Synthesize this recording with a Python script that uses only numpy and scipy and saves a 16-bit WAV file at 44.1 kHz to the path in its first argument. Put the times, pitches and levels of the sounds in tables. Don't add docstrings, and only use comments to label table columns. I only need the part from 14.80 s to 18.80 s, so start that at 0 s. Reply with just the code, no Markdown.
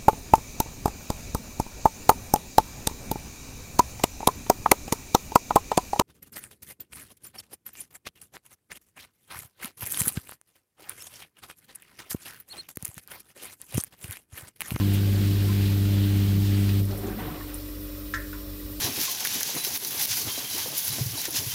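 import sys
import numpy as np
from scipy import signal
from scipy.fft import rfft, irfft
from scipy.io import wavfile

SR = 44100
rng = np.random.default_rng(int(sys.argv[2]) if len(sys.argv) > 2 else 0)


def dump_mix(stems):
    frames = np.atleast_2d(stems).T
    limited = np.clip(frames, -1, 1)
    pcm = np.round(limited * 32767).astype(np.int16)
    wavfile.write(sys.argv[1], SR, pcm)


def boost(x):
    u = np.asarray(x, float) / 20
    return 10 ** u


N = 176400
T = np.arange(N) / SR

HUM_HZ = 99.78
PUMP_OFF_S, FLOW_OFF_S = 2.022, 2
FLOW_FALL_S, CHURN_FALL_S = 0.02, 0.07
PUMP_LEAD_RAD, DRONE_LAG_RAD, ROTOR_LAG_RAD = 1.43, 2.44, .6
FIRST_DROP_DB, FIRST_DROP_S = -5, .04
HUM_LEFT_DB = -51
TICK_HZ, TICK_FIRST_S = 15.35, .0163
RUSH_DB, FIZZ_DB, FIZZ_PER_S, CHURN_DB = -41.5, -50, 1300, -36.5
ROOM_LOW_DB, HISS_DB = -47.5, -45.5
GLUGS_PER_S, TRICKLE_PER_S = 490, 2600
LOW_MODES_HZ, LOW_LAG_S = 1150, .006
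PANEL_RISE_S, CLIP_RISE_S = .004, .001
SWELL_S, GLIDE, POCKET_DB = .009, 0.017, -0.5

# (multiple of hum, level/dB rms, ring-down t60/s, wobble/dB)
PUMP_PARTIALS = [(1, -22, 1.2, 0.1), (2, -30.5, 2.72, -1.5), (3, -34, 0.2, 2), (4, -49, 0.37, 0.2),
                 (5, -58, .3, 2.5), (6, -74, .3, 0), (7, -62, .3, 2.5)]
# (multiple of hum, level/dB)
DRONE_PARTIALS = [(1, -53), (3, -42), (4, -54.5), (5, -63.5)]
# (f/Hz, level/dB, sense of swing)
ROTOR_LINES = [(42.18, -56, 1), (48.66, -41, 1), (94.19, -47.5, -1)]
# (f/Hz, level/dB, wobble/dB)
WINDING_WHINE = [(146, -66, 2.1), (276, -62, 2.5), (452.4, -66, 2.5), (3492, -67, 2.2), (3866, -69, 3.5),
                 (5553, -66, 3)]
# (f/Hz, level/dB, t60/s, lag/s)
TICK_PARTS = [(1905, -59, 0.1, .002), (1965, -58, 0.11, .006), (2905, -57, 0.06, 0),
              (3870, -62, 0.14, .045), (4870, -57, 0.042, 0)]
# (f/Hz, level/dB per Hz)
RUSH_SPECTRUM = [(290, -15), (500, -7.5), (652, -18), (716, 1.5), (1170, -6), (3220, 1), (4730, -2),
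                 (5780, -7.5), (12000, -11), (15600, -9), (22000, -120)]
# (t/s, level/dB)
FLOW_SURGE = [(0, -41.5), (.05, -43), (.15, -40.5), (.27, -43.5), (.36, -42), (.44, -41.5), (.52, -42.5),
              (.6, -42.5), (.8, -41), (.88, -40.5), (.98, -43), (1.07, -42), (1.17, -42.5), (1.45, -42),
              (1.58, -44), (1.8, -41), (1.9, -42.5), (2, -44)]
# (f/Hz, level/dB per Hz)
CHURN_SPECTRUM = [(40, -24), (70, 2), (125, -7), (165, 5), (245, -8.5), (355, -6.5), (450, -15),
                  (700, -22.5)]
# (f/Hz, level/dB)
CHURN_LUMPS = [(152, -47), (170, -48.5), (220, -48), (358, -49.5)]
# (f/Hz, level/dB per Hz)
ROOM_SPECTRUM = [(15, -14), (40, 1.5), (68, 6), (150, -14.5), (280, -3.5), (420, -10.5), (570, -5.5),
                 (780, -24)]
# (f/Hz, level/dB per Hz)
HISS_SPECTRUM = [(700, -15.5), (1200, -8), (2200, -12.5), (5300, -9), (6800, -15.5), (12000, -10),
                 (13600, -1), (15700, -6)]
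# (f/Hz, width/Hz, level/dB)
GAP_PEAKS = [(557, 45, 6.5), (1140, 300, 3.5), (2480, 44, 9), (4120, 320, 3), (5800, 50, -5),
             (7190, 110, 9), (8600, 200, 0.5), (8890, 270, 6), (11340, 250, 5.5), (11940, 250, 4.5),
             (13600, 440, 3), (14800, 310, 0.5), (15000, 350, 0.5)]
# (t/s, level/dB)
DRIP_HITS = [
    (.003, -41),
    (.684, -40),
]
# (f/Hz, level/dB, t60/s)
DRIP_RINGS = [(1027, 5.5, 0.16), (1360, -2, .1)]
# (t/s, level/dB)
HARD_HITS = [
    (3.3385, -27),
]
# (f/Hz, level/dB, t60/s)
HARD_RINGS = [(1046, -13, .25), (1620, 4, .035), (1357, 0, .13), (1420, -5, .12), (1468, -5, .1),
              (1525, -7, .12), (1595, -5, .13), (1690, -4, .14), (1722, 2, .12), (1776, -7, .38),
              (1883, -3, .24), (2043, -14, .12), (2176, -11, .12), (2492, -18, .15)]
# (t/s, level/dB)
SOFT_HITS = [
    (3.5297, -42),
]
# (f/Hz, level/dB, t60/s)
SOFT_RINGS = [(994, -3, .22), (1080, -5, .1), (1227, -9, .08), (1357, -1, .13), (1427, -1, .09),
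              (1480, 3, .04), (1464, -1, .12), (1595, -7, .06), (1692, -9, .15)]
# (t/s, level/dB)
CLIP_HITS = [
    (2.7421, -31),
    (2.7428, -25),
]
# (f/Hz, level/dB, t60/s)
CLIP_RINGS = [(8900, -4, .008), (9700, 0, .013), (10500, -3, .008)]
# (t/s, level/dB, low f/Hz, high f/Hz, t60/s)
CRACKS = [(.13, -42, 2800, 3700, .3), (.135, -35, 9500, 16000, .12), (.508, -41, 2500, 3800, 0.14),
          (.855, -38, 2800, 4500, .15), (1.05, -45, 2700, 4200, .15), (1.892, -37, 1800, 4300, 0.11),
          (2.053, -35, 9400, 11300, .014), (2.11, -44.5, 3800, 5800, 0.17), (2.174, -40, 9000, 15700, 0.17),
          (2.265, -46, 5500, 8000, 0.11), (2.388, -44, 700, 4000, 0.15), (2.69, -49, 900, 3500, 0.35),
          (2.743, -38.5, 8400, 12400, .09), (2.742, -37, 4500, 15000, .02), (2.965, -40, 120, 250, .4),
          (3.339, -35, 2300, 6900, 0.12), (3.339, -41, 5150, 5270, .08), (3.338, -37, 1410, 1940, 0.48),
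          (3.531, -46, 1300, 2600, 0.11)]
# (peak t/s, level/dB, f/Hz)
SEAL_SQUEAKS = [
    (.359, -41, 4587),
    (.363, -46, 3004),
    (.784, -47, 3671),
    (.255, -48, 1550),
]
# (peak t/s, level/dB, f/Hz)
SUMP_GULPS = [(2.107, -40, 388), (2.127, -36, 375), (2.197, -35, 385), (2.247, -29.5, 386),
              (2.259, -33, 219), (2.287, -31, 388), (2.319, -35, 207), (2.347, -38, 388), (2.347, -33, 205),
              (2.377, -30, 222), (2.405, -37, 398), (2.419, -44, 484), (2.424, -37, 170), (2.442, -40, 443),
              (2.46, -41, 445), (2.49, -37, 172), (2.524, -41, 161)]
# (peak t/s, level/dB, f/Hz)
HOSE_BUBBLES = [(2.113, -44.5, 590), (2.127, -46, 614), (2.127, -44, 790), (2.219, -45, 743),
                (2.243, -41, 710), (2.255, -41, 725), (2.271, -39, 750), (2.283, -54, 1100),
                (2.303, -43, 736), (2.305, -52, 1270), (2.305, -44, 1590), (2.319, -47, 1780),
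                (2.331, -45, 732), (2.335, -46, 1540), (2.393, -36, 740), (2.395, -49, 1460),
                (2.395, -45, 1981), (2.395, -45, 896), (2.397, -45, 1124), (2.405, -45, 1470),
                (2.415, -48, 1174), (2.43, -49, 1740), (2.438, -45, 732), (2.454, -49, 1100),
                (2.48, -46, 1016), (2.48, -45, 1895), (2.486, -41, 734), (2.494, -50, 1012),
                (2.496, -49, 1443), (2.506, -47, 1044), (2.516, -45, 1270), (2.548, -42.5, 1152),
                (2.554, -44, 710), (2.58, -49, 1087), (2.61, -49, 1110), (2.616, -46, 1787)]
# (t/s, level/dB, trickle level/dB)
BACKFLOW_COURSE = [
    (2.07, -53, -2),
    (2.11, -40.5, -8.5),
    (2.19, -39.5, -11),
    (2.29, -39.5, -6),
    (2.37, -42, -9),
    (2.395, -39.5, -4),
    (2.5, -39.5, -5.5),
    (2.6, -46, -2.5),
    (2.85, -59.5, -3),
]
# (f/Hz, level/dB, t60/s)
SUMP_RINGS = [(147, -4.5, 0.056), (180, -8, 0.034), (235, -9, 0.047), (326, -2, 0.063), (398, -12, 0.076),
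              (453, -6, 0.043), (584, -12, 0.026), (733, -9.5, 0.063)]


def rms_one(x):
    return x / np.sqrt(np.mean(x ** 2) + 1e-20)


def drift(rate_hz):
    r = np.exp(-80 * np.pi * rate_hz / SR)
    noise = rng.standard_normal(N // 40 + 2002)
    slow = signal.lfilter([1], [1, -2 * r, r * r], noise)[2000:]
    return np.interp(np.arange(N) / 40, np.arange(len(slow)), rms_one(slow))


def ring(clicks, hz, t60):
    r, w = boost(-60 / (t60 * SR)), 2 * np.pi * hz / SR
    return signal.lfilter([0, np.sin(w)], [1, -2 * r * np.cos(w), r * r], clicks + 1e-18)


def coloured(spectrum, patchy_db):
    hz = np.fft.rfftfreq(N, 1 / SR) + 1
    at, db = np.transpose(spectrum)
    curve = np.interp(np.log(hz), np.log(at), db, -90, -90)
    shaped = rfft(rng.standard_normal(N)) * boost(curve)
    out, together = 0, drift(19.0)
    for centre in np.arange(np.log2(at[0]), np.log2(at[-1]) + .5, .5):
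        window = np.clip(1 - 2 * abs(np.log2(hz) - centre), 0, 1)
        band = irfft(shaped * window, N)
        out = out + band * boost(patchy_db * (0.17 * together + drift(10.5)))
    return rms_one(out)


def grains(per_s, spread_db):
    sizes = boost(spread_db * np.minimum(rng.exponential(1, N), 4)) * rng.choice([-1, 1], N)
    return sizes * (rng.random(N) < per_s / SR)


def bubble_bank(born, pitches_hz, cycles):
    dealt = rng.integers(0, len(pitches_hz), N)
    return sum(ring(born * (dealt == k), hz, cycles / hz) for k, hz in enumerate(pitches_hz))


def pump():
    after = np.maximum(T - PUMP_OFF_S, 0)
    step = FIRST_DROP_DB * (1 - np.exp(-after / FIRST_DROP_S))
    phase = 2 * np.pi * HUM_HZ * T + PUMP_LEAD_RAD
    out = np.zeros(N)
    for k, db, t60, wobble_db in PUMP_PARTIALS:
        level = boost(db + step - 60 * after / t60 + wobble_db * drift(2.6))
        if k == 2:
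            level = level - boost(HUM_LEFT_DB)
        out -= np.sqrt(2) * level * np.sin(k * phase)
    return out


def compressor():
    out = np.zeros(N)
    for k, db in DRONE_PARTIALS:
        out += boost(db + 0.79 * drift(8.7)) * np.sin(k * (2 * np.pi * HUM_HZ * T - DRONE_LAG_RAD))
    for hz, db, sense in ROTOR_LINES:
        out += sense * boost(db + 0.2 * drift(2.2)) * np.sin(2 * np.pi * hz * T - ROTOR_LAG_RAD)
    for hz, db, wobble_db in WINDING_WHINE:
        out += boost(db + wobble_db * drift(8.2)) * np.sin(2 * np.pi * hz * T)
    at = (np.arange(TICK_FIRST_S, N / SR, 1 / TICK_HZ) * SR).astype(int)
    for hz, db, t60, lag in TICK_PARTS:
        clicks = np.zeros(N)
        late = (SR * (lag + rng.uniform(0, .004, len(at)))).astype(int)
        clicks[(at + late) % N] = boost(db + rng.normal(0, 1.6, len(at)))
        out += ring(clicks, hz, t60)
    return np.sqrt(2) * out


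def outflow():
    s, db = np.transpose(FLOW_SURGE)
    surge = boost(np.interp(T, s, db - db.mean()))
    flowing = np.exp(-np.maximum(T - FLOW_OFF_S, 0) / FLOW_FALL_S)
    churning = np.exp(-np.maximum(T - PUMP_OFF_S, 0) / CHURN_FALL_S)
    born = grains(FIZZ_PER_S * boost(2.5 * drift(8)), 4.1)
    fizz = bubble_bank(born, np.geomspace(1500, 5200, 16), 14)
    rush = boost(RUSH_DB) * coloured(RUSH_SPECTRUM, patchy_db=1.4) + boost(FIZZ_DB) * rms_one(fizz)
    churn = boost(CHURN_DB) * coloured(CHURN_SPECTRUM, patchy_db=0.0)
    for hz, db in CHURN_LUMPS:
        lump = rms_one(ring(rng.standard_normal(N), hz, 0.22))
        churn = churn + lump * boost(db + 2.4 * drift(1.4))
    return flowing * surge * rush + churning * churn


def gap(x):
    hz = np.fft.rfftfreq(N, 1 / SR)
    peaks_db = sum(db / (1 + (2 * (hz - at_hz) / wide) ** 2) for at_hz, wide, db in GAP_PEAKS)
    return irfft(rfft(x) * boost(peaks_db), N)


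def room_and_valve():
    room = boost(ROOM_LOW_DB) * coloured(ROOM_SPECTRUM, patchy_db=3.0)
    hiss = boost(HISS_DB) * coloured(HISS_SPECTRUM, patchy_db=1.1)
    return gap(room + hiss)


def knocks(hits, modes, rise):
    clicks, rings = np.zeros(N), np.zeros(N)
    for s, db in hits:
        clicks[int(s * SR)] = boost(db)
    for hz, db, t60 in modes:
        mode = ring(clicks, hz, t60) - ring(clicks, hz, rise)
        lag = int((hz < LOW_MODES_HZ) * LOW_LAG_S * SR)
        rings += boost(db) * np.roll(mode, lag)
    return signal.sosfilt(signal.butter(4, 1.0 * modes[0][0], "high", fs=SR, output="sos"), rings)


def cracks():
    out, white = np.zeros(N), rng.standard_normal(N)
    t = T[:SR // 3]
    for s, db, low_hz, high_hz, t60 in CRACKS:
        i = int(s * SR)
        sos = signal.butter(2, [low_hz, high_hz], "band", fs=SR, output="sos")
        band = signal.sosfilt(sos, white[i:i + len(t)])
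        onset = np.minimum(t * low_hz / 4, 1)
        out[i:i + len(t)] += boost(db - 60 * t / t60) * onset * rms_one(band)
    return out


def air_pockets():
    out = np.zeros(N)
    for s, db, hz in SUMP_GULPS + HOSE_BUBBLES + SEAL_SQUEAKS:
        rise = SWELL_S * (400 / hz) ** .3
        i = int((s - 1.3 * rise) * SR)
        u = T[:SR // 8] / rise
        swell = boost(db + POCKET_DB) * u * np.exp(1 - u)
        climb = 1 + GLIDE * (u / 2 - 1.3)
        out[i:i + len(u)] += swell * np.sin(2 * np.pi * hz * rise * u * climb)
    return out


def backflow():
    s, db, bright_db = np.transpose(BACKFLOW_COURSE)
    glugs = np.zeros(N)
    for hz, mode_db, t60 in SUMP_RINGS:
        struck = ring(grains(GLUGS_PER_S / 3, 2.8), hz, t60)
        glugs += boost(mode_db) * rms_one(ring(struck, hz, t60 / 3))
    born = grains(TRICKLE_PER_S * boost(1.5 * drift(25)), 2.6)
    trickle = rms_one(bubble_bank(born, np.geomspace(850, 3800, 14), 22))
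    level = boost(np.interp(T, s, db, -120, -120))
    return level * (rms_one(glugs) + boost(np.interp(T, s, bright_db)) * trickle)


def scene():
    hits = knocks(DRIP_HITS, DRIP_RINGS, PANEL_RISE_S)
    hits += knocks(CLIP_HITS, CLIP_RINGS, CLIP_RISE_S)
    hits += knocks(HARD_HITS, HARD_RINGS, PANEL_RISE_S)
    hits += knocks(SOFT_HITS, SOFT_RINGS, PANEL_RISE_S)
    machines = pump() + compressor()
    water = outflow() + air_pockets() + backflow()
    return (machines + water + room_and_valve() + hits + cracks())[None]


def band_limit(x):
    return signal.sosfilt(signal.butter(12, 15660, fs=SR, output="sos"), x)


def record(dry):
    return band_limit(dry)


dry = scene()
out = record(dry)
dump_mix(out)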